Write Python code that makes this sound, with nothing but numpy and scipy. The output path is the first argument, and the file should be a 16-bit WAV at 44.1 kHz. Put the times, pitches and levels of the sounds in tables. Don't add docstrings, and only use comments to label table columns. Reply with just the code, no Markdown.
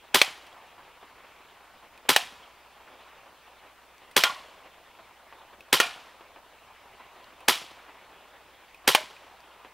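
import sys
import numpy as np
from scipy import signal
from scipy.io import wavfile
from scipy.ndimage import uniform_filter1d

SR = 44100
rng = np.random.default_rng(int(sys.argv[2]) if len(sys.argv) > 2 else 0)


def level_to_linear(level):
    exponent = np.asarray(level, float) / 20
    return 10 ** exponent


def inscribe(sig):
    pcm = np.round(np.clip(np.atleast_2d(sig).T, -1, 1) * 32767)
    wavfile.write(sys.argv[1], SR, pcm.astype(np.int16))


N = 429093

# start [s], level [dB].
SHOTS_S_DB = [
    (.1444, 0),
    (2.0900, -.7),
    (4.1644, -.3),
    (5.7277, -.3),
    (7.4827, -.5),
    (8.8760, -.3),
]
# frequency [Hz], level [dB].
YARD_HZ_DB = [(59, -78.5), (100, -40), (202, -15), (535, -10), (1080, -5), (1250, -9), (1910, -6.5),
              (3050, -2.5), (6840, -16), (11400, -19), (16000, -27)]
# frequency [Hz], level [dB].
RAIN_HZ_DB = [(25, -15.5), (60, -7.5), (95, -11.5), (200, -16), (400, -7), (550, -3), (850, 0.5),
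              (1100, -1), (1600, -6), (2500, -5.5), (3500, -10), (4500, -17), (6200, -26), (12000, -45)]


def evened(x):
    return x / np.sqrt(np.mean(x ** 2) + 1e-20)


def read(points, hz):
    f, value = np.transpose(points)
    return np.interp(np.log(hz + 1), np.log(f + 1), value)


def add(mix, s, sound):
    part = mix[round(s * SR):][:len(sound)]
    part += sound[:len(part)]


def coloured(x, points):
    log_gain = np.log(level_to_linear(read(points, abs(np.fft.fftfreq(4096, 1 / SR)))))
    phase = -signal.hilbert(log_gain).imag
    taps = np.fft.ifft(np.exp(log_gain + 1j * phase)).real[:2048]
    return signal.oaconvolve(x, taps / np.linalg.norm(taps))[:len(x)]


def low_cut(x, hz):
    return signal.sosfilt(signal.butter(2, hz, "high", fs=SR, output="sos"), x)


def ring(hz, db, t60_s, t):
    return level_to_linear(db - 60 * t / t60_s) * np.sin(2 * np.pi * hz * t)


def waver(length):
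    drift = uniform_filter1d(rng.standard_normal(length), size=300)
    return .65 + .6 * evened(uniform_filter1d(drift, size=300))


def yard_tail(tilt_db, rise_s, stretch):
    # frequency [Hz], t60 [s].
    yard_hz_t60 = [(100, 0.25), (400, 0.18), (1000, 0.36), (3000, 0.36), (7000, 0.38), (14000, 0.28)]
    hz, t, z = signal.stft(coloured(rng.standard_normal(SR), YARD_HZ_DB), SR, nperseg=256)
    hz = hz[:, None]
    decay_db = -60 * t / stretch / read(yard_hz_t60, hz)
    z = z * level_to_linear(decay_db + tilt_db * np.log2((hz + 100) / 2000))
    clumps = evened(uniform_filter1d(rng.standard_normal(z.shape), size=12, axis=0))
    z = z * level_to_linear(1.2 * rng.standard_normal(len(t)) + 2.5 * clumps)
    tail = signal.istft(z, SR, nperseg=256)[1][:SR]
    return tail * np.clip(np.arange(SR) / SR / rise_s, 0, 1)


def woods():
    level_db, peak_s = -54.5, .17
    u, swell = np.arange(SR) / SR / peak_s, np.zeros(N)
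    for s, db in SHOTS_S_DB:
        add(swell, s, level_to_linear(db + level_db) * u * np.exp(1 - u))
    return swell * coloured(rng.standard_normal(N), RAIN_HZ_DB)


def rain_wash():
    hz, t, z = signal.stft(rng.standard_normal(N), SR, nperseg=512)
    patches = uniform_filter1d(rng.standard_normal(z.shape), 6, axis=0)
    patches = evened(uniform_filter1d(patches, 8, axis=1))
    z = z * level_to_linear(read(RAIN_HZ_DB, hz)[:, None] + 2.4 * patches)
    return evened(signal.istft(z, SR, nperseg=512)[1][:N])


def tarp_patter(tarp_hz_db):
    drops_per_s, t60_s = 60, .12
    sizes = level_to_linear(2.1 * np.minimum(rng.exponential(1, N), 2.6)) * (rng.random(N) < drops_per_s / SR)
    power_decay = level_to_linear(-120 * np.arange(3000) / SR / t60_s)
    shake = np.sqrt(signal.oaconvolve(sizes ** 2, power_decay)[:N].clip(0))
    return evened(coloured(shake * rng.standard_normal(N), tarp_hz_db))


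def heavy_drops(tarp_hz_db):
    # start [s], peak [dB], tap [dB].
    drops = [(0.779, -38.5, -4), (1.022, -34.5, -14), (1.237, -37.5, -14), (1.348, -44, -8),
             (1.822, -41, -10), (2.053, -37.5, -1), (2.877, -40.5, 2), (2.931, -42.5, -6), (3.0, -39, -11),
             (3.258, -42.5, -8), (3.659, -45.5, -8), (4.0184, -40, -2), (4.655, -35, -7),
             (4.988, -34.5, -10), (5.3257, -38, 1.5), (5.531, -40.5, -1), (5.96, -38, -9),
             (6.069, -39.5, 0), (6.209, -40, 3), (6.361, -37, -1), (6.518, -42, -8), (6.997, -36, -6),
             (7.161, -38, -9), (7.272, -43, -8), (7.883, -36.5, -10), (8.122, -41, -10),
             (9.4745, -47.5, 4.5), (8.843, -37, -6), (9.108, -54, -8), (9.6482, -35, 1.5)]
    slap_db, slap_t60_s = -10, .033
    out, t = np.zeros(N), np.arange(SR // 4) / SR
    for s, db, tap_db in drops:
        t60_s = max(.27 - .01 * (db + 49), .05)
        shake = level_to_linear(db - 9.5 - 60 * t / t60_s) * np.clip(t / .0098, 0, 1)
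        slap = level_to_linear(db + tap_db + slap_db - 60 * t / slap_t60_s)
        add(out, s, (shake + slap) * rng.standard_normal(len(t)))
        add(out, s, level_to_linear(db + tap_db + 10) * np.ones(1))
    return coloured(out, tarp_hz_db)


def rain():
    # time [s], level [dB].
    shower_s_db = [(0, -56), (1.27, -54.5), (2.0, -56), (2.8, -55), (3.06, -53), (3.3, -55), (3.95, -56.5),
                   (4.7, -55.5), (5.5, -56), (6.5, -57), (6.95, -54), (7.45, -54.5), (8.7, -55.5),
                   (9.73, -56)]
    # frequency [Hz], level [dB].
    tarp_hz_db = [(100, -20.5), (300, -3), (600, 0), (1000, 3), (1500, -4), (3000, -9.5), (6000, -31.5),
                  (12000, -53.5)]
    level = level_to_linear(np.interp(np.arange(N) / SR, *np.transpose(shower_s_db)))
    steady = level_to_linear(-.5) * rain_wash() + level_to_linear(-4.5) * tarp_patter(tarp_hz_db)
    return level * steady + heavy_drops(tarp_hz_db)


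def trigger():
    # start [s], peak [dB], body [Hz], bright part [dB], roughness [0-1].
    ticks = [(0.467, -40, 2610, -23, 0.6), (0.5287, -43.5, 3370, -28, 0.2), (1.9766, -39, 2480, -18, 0.37),
             (5.6067, -36.5, 2580, -25, 0.33), (8.7455, -35.5, 2490, -24, 0.26),
             (9.165, -39, 2500, -28, 0.25), (4.1121, -42, 2020, -12, 0.9), (7.405, -40, 2570, -13.5, 0.44),
             (3.9814, -47, 4550, -20, 0.6), (7.2429, -42, 4260, -25, 0.25), (9.4045, -41, 4760, -26, 0.3),
             (7.713, -45, 5000, -16, .5)]
    t, out = np.arange(1500) / SR, np.zeros(N)
    for s, db, hz, bright_db, rough in ticks:
        rattle = 1 - rough + rough * evened(uniform_filter1d(rng.standard_normal(len(t)), size=9))
        click = low_cut(rng.standard_normal(len(t)), 2000) * level_to_linear(-19 - 60 * t / .017)
        modes = ring(hz, 0, .032 * (2500 / hz) ** 2, t) + ring(9200, bright_db, .04, t)
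        add(out, s, level_to_linear(db - 1) * (modes * rattle + click))
    return out


def cans():
    # start [s], level [dB], crack [dB], yard [dB], tilt [dB per octave].
    hits = [
        (.2158, -5.5, -13, -29.5, -0.5),
        (2.1629, -9, -12.5, -29.5, 0.1),
        (4.2373, -11.5, -13, -25, -1.7),
        (5.8011, -12, -12.5, -23, -2),
        (8.9494, -10.5, -12, -29, -2),
    ]
    # frequency [Hz], width [Hz], level [dB].
    can_modes = [
        [(600, 340, -3.5), (1500, 300, -24), (2300, 125, 1), (2530, 140, -1), (3250, 93, -4.5),
         (3490, 138, -5.5), (4180, 180, -2), (5840, 200, -9.5)],
        [(820, 110, -9), (1600, 400, -15), (1880, 220, 3), (2870, 300, 3), (3360, 120, -4), (3840, 220, 0.5),
         (6000, 580, -6), (7350, 300, -7)],
        [(453, 230, -10), (1576, 61, -7), (2090, 170, 2), (2380, 140, 0.5), (3086, 110, -12), (3610, 180, 1),
         (4360, 130, -1.5), (5480, 120, -3)],
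        [(805, 250, -3.5), (1415, 52, -2.0), (1870, 120, 2.5), (3000, 110, -7.5), (3250, 120, -11),
         (4770, 100, -11.0), (6300, 160, -7)] + [(446, 260, 5)],
        [(503, 330, -15), (856, 140, 3), (1110, 140, 2.5), (1740, 450, 3), (2480, 200, 5.5), (3100, 140, 0),
         (3930, 200, -14), (5170, 210, -7)],
    ]
    # frequency [Hz], level [dB], t60 [s].
    wall_modes = [
        [(770, -34.5, 0.24), (2500, -32, 0.29), (3300, -38, 0.22)],
        [(754, -28, 0.24), (1410, -42, 0.14), (2930, -26, 0.097), (3960, -41, 0.23)],
        [(560, -48, 0.5), (622, -41.5, 0.99), (737, -36.5, 0.37), (846, -30, 0.27), (925, -57, 0.2),
         (1028, -24.5, 0.29), (1116, -31, 0.62), (1130, -41, 0.19), (1410, -18, 0.19), (3210, -11.5, 0.079)],
        [(714, -35.5, 0.5), (1405, -25, 0.29), (2400, -24, 0.24), (3120, -24, 0.15)],
        [(620, -28, 0.24), (900, -38, 0.3), (2500, -42, 0.16), (3350, -36, 0.2)],
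    ]
    t, out = np.arange(SR // 2) / SR, np.zeros(N)
    for (s, db, crack_db, yard_db, tilt_db), modes, bell in zip(hits, can_modes, wall_modes):
        body = sum(ring(hz, level_db, 2.9 / max(width_hz, 60), t) for hz, width_hz, level_db in modes)
        crumple = coloured(rng.standard_normal(len(t)) * level_to_linear(-60 * t / .049), YARD_HZ_DB)
        snap = signal.lfilter([1, -1], [1, -.6], rng.standard_normal(len(t))) * level_to_linear(-60 * t / .0046)
        add(out, s, level_to_linear(db) * body + level_to_linear(crack_db) * (crumple + .63 * snap))

        tail = yard_tail(tilt_db, .006, .83) + level_to_linear(-17) * yard_tail(tilt_db, .038, 2.42)
        can_colour = body[:130] / np.linalg.norm(body[:130])
        tinted = signal.oaconvolve(tail, can_colour)[:SR]
        add(out, s, level_to_linear(yard_db) * (.97 * tail + .17 * tinted))

        ringing = np.zeros(len(t))
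        for hz, level_db, t60_s in bell:
            pair = ring(hz, level_db - 2, t60_s, t) + ring(hz * 1.045, level_db - 7, .64 * t60_s, t)
            ringing += pair * waver(len(t))
        add(out, s + .004, ringing * np.clip(t / .015, 0, 1))
    return low_cut(out, 503)


def rib_echoes():
    first_ms, step_ms, warp_ms, first_db, gain_db = 10.47, .5, .07, -12.8, .7
    echoes = []
    for k in range(6):
        warp = warp_ms * (-1) ** k if k > 2 else 0
        echoes.append((first_ms + k * step_ms + warp, first_db + k * gain_db))
    return echoes


def blast():
    # delay [ms], level [dB], sign, pulse length [ms].
    paths = [
        (.5, -2.5, -1, .035),
        (1.74, 2.5, -1, .034),
        (1.835, -1, -1, .022),
        (1.90, 2.5, 1, .032),
        (2.07, -7, -1, .045),
        (2.84, -12, -1, .04),
        (4.07, 2, -1, .055),
        (6.2, -11, -1, .04),
    ]
    # delay [ms], level [dB].
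    walls = [
        (13.7, -12),
        (14.65, -12),
        (17.1, -18),
        (18.25, -15),
        (25.3, -14),
        (40, -17),
    ]
    ms, out = np.arange(2000) / SR * 1000, np.zeros(2000)
    for delay_ms, db, sign, length_ms in paths:
        u = (ms - delay_ms) / length_ms
        suction = np.where(u > 0, u / 6 * np.exp(-abs(u) / 6), 0)
        out += sign * level_to_linear(db) * (np.exp(-u ** 2) - .6 * suction)
    for delay_ms, db in walls + rib_echoes():
        u = (ms - delay_ms) / .11
        out += level_to_linear(db) * 2.3 * u * np.exp(-u ** 2)
    return out


def pistol():
    # arrival [ms], level [dB], t60 [ms], tilt [dB per octave].
    scatter = [(.6, -17, 75, -2.5), (4.23, -31, 14, -4), (10.8, -23.5, 25, -5), (12.07, -24.5, 12, -1.5),
               (15.63, -20.5, 32, -4.5), (25.4, -29, 36, -3.5), (39.6, -31, 29, -2), (73.3, -34.5, 26, -5),
               (126, -48, 23, -5.5), (131.3, -42, 32, -6), (139, -57, 21, -4.5), (156.7, -45.5, 38, -8),
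               (230.4, -46.5, 42, -7)]
    # frequency [Hz], level [dB].
    near_hz_db = [(59, -70.5), (100, -24.5), (1030, -4), (1360, -1.5), (1830, -9.5), (2130, -32), (3190, 1),
                  (4770, -2), (5900, -3), (6420, -7.5), (11400, -3.5), (15000, -5.5), (16000, -29)]
    ms, out = np.arange(SR // 3) / SR * 1000, np.zeros(N)
    echo = evened(rng.standard_normal(len(ms)) * level_to_linear(3.2 * rng.standard_normal(len(ms))))
    tail = yard_tail(.1, .05, .85) + level_to_linear(-16) * yard_tail(.1, .02, 1.9)
    push = blast()
    hammer_ms = ms[:900]
    hammer = ring(2500, -26, .015, hammer_ms / 1000) + ring(1400, -27, .015, hammer_ms / 1000)
    for s, db in SHOTS_S_DB:
        facets = 1.16 * echo + .87 * rng.standard_normal(len(ms))
        add(out, s - .002, level_to_linear(db + 3) * hammer * np.clip(hammer_ms / .4, 0, 1))
        add(out, s - .0033, level_to_linear(db - 5) * hammer)
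        add(out, s, level_to_linear(db) * push)
        for at_ms, level_db, t60_ms, tilt_db in scatter:
            colour = [(hz, value + tilt_db * np.log2(hz / 2000)) for hz, value in near_hz_db]
            decay = level_to_linear(db + level_db - 60 * abs(ms - at_ms) / t60_ms)
            rise = np.clip((ms - at_ms) / 1.7, 0, 1)
            add(out, s, coloured(decay * rise * facets, colour))
        add(out, s, level_to_linear(db - 19) * (.84 * tail + .5 * yard_tail(.1, .033, .64)))
    return low_cut(out, 175)


def scene():
    return np.tile(woods() + rain() + trigger() + cans() + pistol(), (2, 1))


def roll_off(x):
    return signal.sosfilt(signal.butter(12, 16460, fs=SR, output="sos"), x)


def record(dry):
    # frequency [Hz], level [dB].
    hiss_hz_db = [(20, 8.5), (45, 10), (80, 7), (200, 5.5), (1000, -2), (5000, -1), (15000, -3.5),
                  (15700, 1.5), (15900, -47)]
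    hiss_db, hum_hz, hum_db, edge_hz = -65, 60, -72, 16100
    hiss = np.array([coloured(row, hiss_hz_db) for row in rng.standard_normal(dry.shape)])
    hum = level_to_linear(hum_db) * np.sin(2 * np.pi * hum_hz * np.arange(N) / SR)
    limited = np.clip(dry + level_to_linear(hiss_db) * hiss + hum, -.97, .97)
    taps = signal.firwin(255, edge_hz, window="blackman", fs=SR)
    mix = signal.oaconvolve(limited, taps[None], "same")
    return roll_off(mix)


dry = scene()
out = record(dry)
inscribe(out)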